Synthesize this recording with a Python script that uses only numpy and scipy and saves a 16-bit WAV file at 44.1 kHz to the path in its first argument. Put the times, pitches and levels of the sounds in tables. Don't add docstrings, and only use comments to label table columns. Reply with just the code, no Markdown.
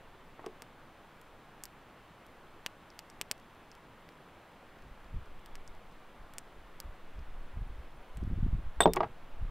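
import sys
import numpy as np
from scipy import signal
from scipy.fft import rfft, irfft
from scipy.io import wavfile
from scipy.ndimage import uniform_filter1d

SR = 44100
rng = np.random.default_rng(int(sys.argv[2]) if len(sys.argv) > 2 else 0)


def makeup_ratio(level_db):
    decades = np.asarray(level_db, float) / 20
    return 10 ** decades


def dump(signal):
    limited = np.clip(np.atleast_2d(signal).T, -1, 1)
    pcm = np.round(limited * 32767).astype(np.int16)
    wavfile.write(sys.argv[1], SR, pcm)


N = 418950


def evened(x):
    return x / np.sqrt(np.mean(x ** 2) + 1e-20)


def steadied(x, size):
    power = abs(uniform_filter1d(x ** 2, size))
    return evened(x / np.sqrt(power + 0.075 * np.mean(x ** 2)))


def add(mix, s, sound):
    part = mix[round(s * SR):][:len(sound)]
    part += sound[:len(part)]


def coloured(x, points):
    point_hz, db = np.transpose(points)
    hz = np.fft.rfftfreq(x.shape[-1], 1 / SR)
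    gain = makeup_ratio(np.interp(np.log(hz + 1), np.log(point_hz + 1), db))
    return evened(irfft(rfft(x) * gain, x.shape[-1]))


def band(x, lo_hz, hi_hz, order=2):
    sos = signal.butter(order, [lo_hz, min(hi_hz, .49 * SR)], "band", fs=SR, output="sos")
    return signal.sosfilt(sos, x)


def notch(x, hz, width_hz):
    return signal.lfilter(*signal.iirnotch(hz, hz / width_hz, SR), x)


def ring(modes, t, tilt_db=0, phases=0):
    hz, db, t60 = np.transpose(modes)[:, :, None]
    db = db + tilt_db * np.log2(np.maximum(hz / 1000, 1))
    return (makeup_ratio(db - 60 * t / t60) * np.sin(2 * np.pi * hz * t + phases)).sum(0)


# frequency in Hz, density in dB per Hz.
WASH_COLOUR = [(7, -23.5), (12, 12), (22, -5), (37, -6.5), (70, -12), (110, -8.5), (300, -11), (600, -11.5),
               (1100, -12), (2100, -19.5), (3400, -25), (4500, -33), (7000, -48), (16000, -55.5)]
# time in seconds, level in dB.
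WASH_SWELL = [(0.0, -1.5), (9.5, -1)]
WASH_DB, PATCHY_DB = -54.5, .6


def wash():
    frames = N // 256 + 5
    a, b, patches = rng.standard_normal((frames, 513, 3)).T
    patches = uniform_filter1d(uniform_filter1d(patches, 12, 0), 14, 1)
    spectrum = (a + 1j * b) * makeup_ratio(PATCHY_DB * evened(patches))
    noise = signal.istft(spectrum, nperseg=1024, noverlap=768)[1][:N]
    swell_db = np.interp(np.arange(N) / SR, *np.transpose(WASH_SWELL))
    return makeup_ratio(WASH_DB + swell_db) * coloured(noise, WASH_COLOUR)


# frequency in Hz, level in dB, t60 in seconds.
TABLE_MODES = [(172.5, -1.5, 0.23), (250, -9, 0.27), (375.8, -6, 0.22), (436, 0, 0.11), (483, -6.5, 0.13),
               (619, 0, 0.045), (707, 3, 0.033), (811, -2.5, 0.075), (936, 4, 0.029), (1102, 0, 0.031),
               (1246, -13.5, 0.022), (1603, 4, 0.016), (1890, 1.5, 0.041), (2000, -4, 0.026),
               (2230, 5, 0.017), (2620, 8, 0.0091), (3230, 7, .02), (4430, -30, 0.0197)]
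# frequency in Hz, density in dB per Hz.
PLANK_GRAIN = [(90, -40), (170, 11.5), (420, 9.5), (1000, -2), (1400, -9), (2500, -33), (5000, -37),
               (9000, -62), (16000, -90)]


def wood(t, draws, tilt_db, grain_db):
    share, noise = draws[:len(TABLE_MODES)], draws[-len(t):]
    modes = [(hz, db + 3.1 * abs(k), t60) for (hz, db, t60), k in zip(TABLE_MODES, share)]
    build_up = 1 - np.exp(-t / 0.0038)
    grain = coloured(noise, PLANK_GRAIN) * makeup_ratio(grain_db - 60 * t / 0.094) * build_up
    return ring(modes, t, tilt_db=tilt_db) + grain


# start in seconds, blow in dB, contact in ms,
# grit in dB re the blow, lowest frequency stirred in Hz.
FOOT_KNOCKS = [
    (0.394, -35.5, 0.83, -40, 90),
    (0.4645, -33.5, 1.73, -40, 300),
    (8.805, -8, 0.7, -6.5, 520),
    (8.821, -33, 0.24, 9.5, 300),
    (8.831, -29, 1.1, -29.5, 300),
    (8.836, -32, 0.9, 3, 300),
    (8.857, -5, 1, -21, 120),
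    (8.875, -18.5, 1.14, -17, 120),
]


def knocks():
    out, t = np.zeros(N), np.arange(SR // 4) / SR
    draws = rng.standard_normal((len(FOOT_KNOCKS), len(t) + 100))
    for (s, db, ms, grit_db, low_hz), each in zip(FOOT_KNOCKS, draws):
        push = np.diff(signal.windows.hann(int(ms * SR / 1000) + 3))
        answer = np.convolve(wood(t, each, -1.1, 8.5), push)[:len(t)]
        thud = band(answer, low_hz, 12000, order=1)
        grit = band(each[:len(t)], 1680, 3900) * makeup_ratio(grit_db - 60 * t / 0.0236)
        add(out, s, makeup_ratio(db) * (thud / abs(thud).max() + grit))
    return out


# time of the top in seconds, level in dB, rise in seconds,
# brightness in dB, lowest frequency in Hz.
FOOT_DRAGS = [
    (.445, -42.5, .012, -12, 302),
    (.468, -39, 0.0094, -19, 318),
    (0.623, -51, .0015, -25, 200),
    (8.955, -39.5, 0.0092, -26, 250),
    (8.971, -19.5, 0.0059, -2, 150),
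    (9.007, -18, 0.0033, -10, 342),
    (9.035, -25.5, .005, -22, 340),
    (9.044, -33.5, .003, -25, 327),
    (9.083, -58, .01, -14, 200),
]
LET_GO_T60 = 0.029


def drags():
    out, t = np.zeros(N), np.arange(SR // 5) / SR
    draws = rng.standard_normal((len(FOOT_DRAGS), 3, len(t)))
    for (s, db, rise, bright_db, low_hz), (a, b, c) in zip(FOOT_DRAGS, draws):
        after = t - 3 * rise
        stroke = np.where(after < 0, np.exp(-(after / rise) ** 2), makeup_ratio(-60 * after / LET_GO_T60))
        slips = band(a * (abs(b) > 1.5) * stroke, low_hz, 3900)
        answer = wood(t, c, bright_db - 9.0, 4.5) * makeup_ratio(-120 * t)
        rub = signal.fftconvolve(slips, answer)[:len(t)]
        rub = notch(band(rub, 0.87 * low_hz, 9000), 570, 160)
        add(out, s - 3 * rise, makeup_ratio(db) * 1.65 * rub / abs(rub).max())
    return out


# low edge in Hz, high edge in Hz, level in dB, sign so that neighbours add.
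CRACK_BANDS = [(1600, 3600, 4, -1), (4500, 6000, 0, 1), (6700, 9200, 3.5, -1), (10000, 14800, 11, 1)]
# frequency in Hz, width in Hz.
CRACK_DIPS = [(4000, 200), (9700, 700)]


def tick(db, body_db, edge_db, air_db, echo_db, noise):
    t = np.arange(len(noise)) / SR
    click = (t == 0) + .12 * noise * makeup_ratio(-60 * t / .003)
    crack = np.zeros(len(t))
    for share_db, (lo, hi, lift_db, sign) in zip((body_db, 0, edge_db, air_db), CRACK_BANDS):
        rung = band(click, lo, hi)
        crack += sign * makeup_ratio(share_db + lift_db) * rung / abs(rung).max()
    for hz, width_hz in CRACK_DIPS:
        crack = notch(crack, hz, width_hz)
    crack += makeup_ratio(body_db - 8.5) * ring([(525, 0.036, 0.0037), (960, 0.013, 0.0049)], t)
    scatter = noise[::-1] * (t > .0012) * makeup_ratio(-22 - 60 * np.maximum(t - .0065, 0) / .014)
    scatter[round(.0042 * SR)] += 1
    echo = signal.fftconvolve(crack, scatter)[:len(t)]
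    return makeup_ratio(db) * (crack + makeup_ratio(echo_db) * echo)


# time in seconds, peak in dB at 3.5-6.5 kHz, then in dB re that peak
# the body at 1-3.5 kHz, edge at 6.5-10 kHz and air at 10-15 kHz.
DRY_TICKS = [(0.4616, -44.5, 3.5, -1, -17), (0.62, -42.5, 3.5, 1, -9), (1.2133, -58.5, -1, 3, 0),
             (1.6359, -35.5, -8, 3, -6), (1.6533, -38, -9, -9, -7), (2.2644, -59.5, -5, 0, -3),
             (2.6616, -25.5, 1.5, -9, -16), (2.9016, -44.5, -23, -34, -31), (2.99, -34, -4, -8, -16),
             (3.099, -47, -5, -1, -18), (3.212, -30, 5, 2.5, -9), (3.312, -22, -2.5, -2, -12),
             (3.7145, -43.5, -15, -14, -25), (4.0885, -55, 8.5, -8, -14), (5.4592, -50.5, 4, -1, -7),
             (5.5533, -43.5, 2, -2, -14), (5.676, -44, -26, -3, -25), (6.336, -57.5, 8, 8, 0),
             (6.382, -34.5, -3, 5.5, -11), (6.8007, -32.5, -11.5, -6, -9), (7.1906, -55, -11, -21, -22),
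             (8.1706, -60, 12, 13, 0), (8.934, -27.5, -3.5, -0.5, -4), (8.9602, -39, -1, 4, -9)]
# time in seconds, peak in dB.
MORE_TICKS = [(3.3784, -58), (3.3976, -58), (3.5484, -64), (3.7505, -54), (4.1214, -64), (4.7864, -65),
              (4.8217, -61), (5.0015, -65), (5.0434, -63), (5.2574, -62), (5.3926, -62), (5.7486, -60),
              (5.9124, -64), (5.9224, -62), (8.2362, -58)]
# body, edge and air in dB re the peak.
SPECK_COLOUR = (-1, -5, -14)
ECHO_DB = -16.5


def ticks():
    rows = list(DRY_TICKS) + [(*row, *SPECK_COLOUR) for row in MORE_TICKS]
    out, noise = np.zeros(N), rng.standard_normal((len(rows), 1400))
    for (s, *row), each in zip(rows, noise):
        add(out, s + 0.00133, tick(*row, ECHO_DB, each))
    return out


# time when full in seconds, hold in seconds, level in dB,
# sharpness of the edges in dB re the eddies.
GUST_EDDIES = [(4.858, 0.047, -48.5, -11.5), (5.056, 0.067, -52, -15), (5.154, .015, -36.5, -9),
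               (5.308, .08, -59.5, -5.5), (5.52, .03, -57.5, -10), (5.716, .02, -57, -19),
               (6.17, 0.045, -52, -14), (6.523, 0.13, -58, -16), (6.867, 0.008, -39.5, -23),
               (7.178, 0.015, -40.5, -17), (7.26, .12, -55, -10), (7.57, 0.063, -37, -9.5),
               (7.676, .12, -44.5, -17), (8.173, .04, -39.5, -13), (8.232, 0.15, -35.5, -5),
               (8.412, 0.065, -30, -8.5), (8.526, 0.037, -31, -8), (8.636, 0.06, -45, -12),
               (8.802, 0.0087, -35, -25), (8.884, 0.047, -38, -22), (9.003, 0.07, -53, 2.5),
               (9.31, .06, -57, -10), (9.425, 0.033, -31.5, -13.5)]
GUST_RISE_DB_PER_S, GUST_FALL_DB_PER_S = 500., 303.5


def gusts(t):
    s, hold, db, sharp_db = np.transpose(GUST_EDDIES)[:, :, None]
    early, late = np.maximum(s - t, 0), np.maximum(t - s - hold, 0)
    eddies = makeup_ratio(db - GUST_RISE_DB_PER_S * early - GUST_FALL_DB_PER_S * late)
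    return np.linalg.norm(eddies, axis=0), np.linalg.norm(eddies * makeup_ratio(sharp_db), axis=0)


# time in seconds, level in dB.
BREEZE_PUSH = [(4.2, -89), (4.85, -57), (5.1, -55), (5.25, -40), (5.45, -52.5), (5.53, -43), (5.75, -48),
               (5.95, -55), (6.8, -52.5), (7.15, -45.5), (7.4, -38.5), (7.55, -47.5), (8.13, -48),
               (8.3, -41), (8.7, -37.5), (9.15, -50), (9.4, -37.5), (9.5, -47)]


def wind():
    t, coarse = np.arange(N) / SR, np.arange(0, N, 64) / SR
    push = makeup_ratio(np.interp(t, *np.transpose(BREEZE_PUSH)))
    lump, edge = (np.interp(t, coarse, level) for level in gusts(coarse))
    shoves = rng.standard_normal(N) * (rng.random(N) < 160. / SR)
    slow = steadied(band(rng.standard_normal(N), 4.07, 14.7), size=8000)
    lumps = coloured(shoves, [(8, -49), (26, 15.5), (80, 3.0), (150, -72), (600, -130)])
    edges = coloured(shoves, [(30, -81), (95, 8.5), (200, -7.5), (400, -25.5), (1500, -130)])
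    return push * slow + lump * steadied(lumps, size=3000) + edge * steadied(edges, size=2500)


# time in seconds, peak in dB, width in ms.
HARD_FLAPS = [(5.136, -35, 8.7), (5.164, -40, 7.4), (6.865, -58, 5.3), (7.575, -45, 7.8), (7.609, -57, 9.8),
              (8.176, -38.5, 6.2), (8.225, -33, 4.2), (8.273, -31.5, 4.6), (8.309, -31.5, 4.8),
              (8.384, -36, 3.8), (8.423, -24.5, 6.7), (8.46, -26.5, 4.8), (8.544, -29, 7.7)]


def flaps():
    out = np.zeros(N)
    for (s, db, ms), sign in zip(HARD_FLAPS, rng.choice([-1, 1], len(HARD_FLAPS))):
        u = np.arange(-4, 4, 4000 / (ms * SR))
        add(out, s, sign * makeup_ratio(db) * (1 - u ** 2) * np.exp(-u ** 2 / 2))
    return out


# start in seconds, length in seconds, level in dB.
INSECT_PHRASES = [
    (7.46, .24, -90),
    (7.94, 0.33, -88),
    (8.3, 0.46, -91),
]
SCRAPES_PER_S, SCRAPE_SHARPNESS, SCRAPE_SPREAD_DB = 16.4, 6., 5.


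def insect():
    out = np.zeros(N)
    for s, length, db in INSECT_PHRASES:
        turns = np.arange(0, length, 1 / SR) * SCRAPES_PER_S
        strength = makeup_ratio(SCRAPE_SPREAD_DB * rng.standard_normal(20))[turns.astype(int)]
        throb = strength * abs(np.sin(np.pi * turns)) ** SCRAPE_SHARPNESS
        wing = band(rng.standard_normal(SR), 9100, 9650)[:len(turns)]
        add(out, s, makeup_ratio(db) * evened(throb * wing))
    return out


# frequency in Hz, level in dB, t60 in seconds.
GLASS_LOW_MODES = [(3614, -4.5, 0.16), (3600, 0.5, 0.22), (3675, -21.5, .2)]
# frequency in Hz, level in dB, t60 in seconds.
GLASS_HIGH_MODES = [(8040, -6.5, 0.062), (8200, -20.5, .08), (8145, -1.5, 0.048), (13600, -22.5, 0.086),
                    (13920, -25, .07)]
# low ring in dB, high ring in dB.
GLASS_CLINKS = [
    (-23.5, -18),
    (-38, -29.5),
    (-29, -38),
    (-38, -34),
    (-49, -72),
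    (-50, -75),
]
GLASS_RISE_S = 0.0013


def clinks():
    out = np.zeros(N)
    starts = [row[0] for row in FOOT_KNOCKS[2:]]
    ends = starts[1:] + [starts[-1] + .2]
    for s, (low_db, high_db), end in zip(starts, GLASS_CLINKS, ends):
        t = np.arange(round((end - s) * SR) + 40) / SR
        glass = makeup_ratio(low_db) * ring(GLASS_LOW_MODES, t, phases=2 * np.pi * rng.random((3, 1)))
        glass += makeup_ratio(high_db) * ring(GLASS_HIGH_MODES, t, phases=2 * np.pi * rng.random((5, 1)))
        fade = np.minimum(t / GLASS_RISE_S, t[::-1] * SR / 40)
        add(out, s, glass * np.clip(fade, 0, 1))
    return out


def scene():
    air = wash() + wind() + flaps() + insect()
    bowl = knocks() + drags() + ticks() + clinks()
    return np.tile(air + bowl, (2, 1))


# frequency in Hz, density in dB per Hz.
HISS_COLOUR = [(30, 13), (300, 13.5), (1500, 0.95), (6000, 10), (16000, 6.4)]
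HISS_DB, HISS_SHARED = -74.5, .15


def amplifier_hiss():
    hiss = makeup_ratio(HISS_DB) * coloured(rng.standard_normal((2, N)), HISS_COLOUR)
    return hiss + HISS_SHARED * hiss[::-1]


def band_limit(x):
    return signal.sosfilt(signal.butter(12, 16830, fs=SR, output="sos"), x)


def record(dry):
    low_pass = signal.firwin(401, 15780, fs=SR)[None]
    limited = signal.oaconvolve(dry + amplifier_hiss(), low_pass, "same")
    return band_limit(limited)


dry = scene()
out = record(dry)
dump(out)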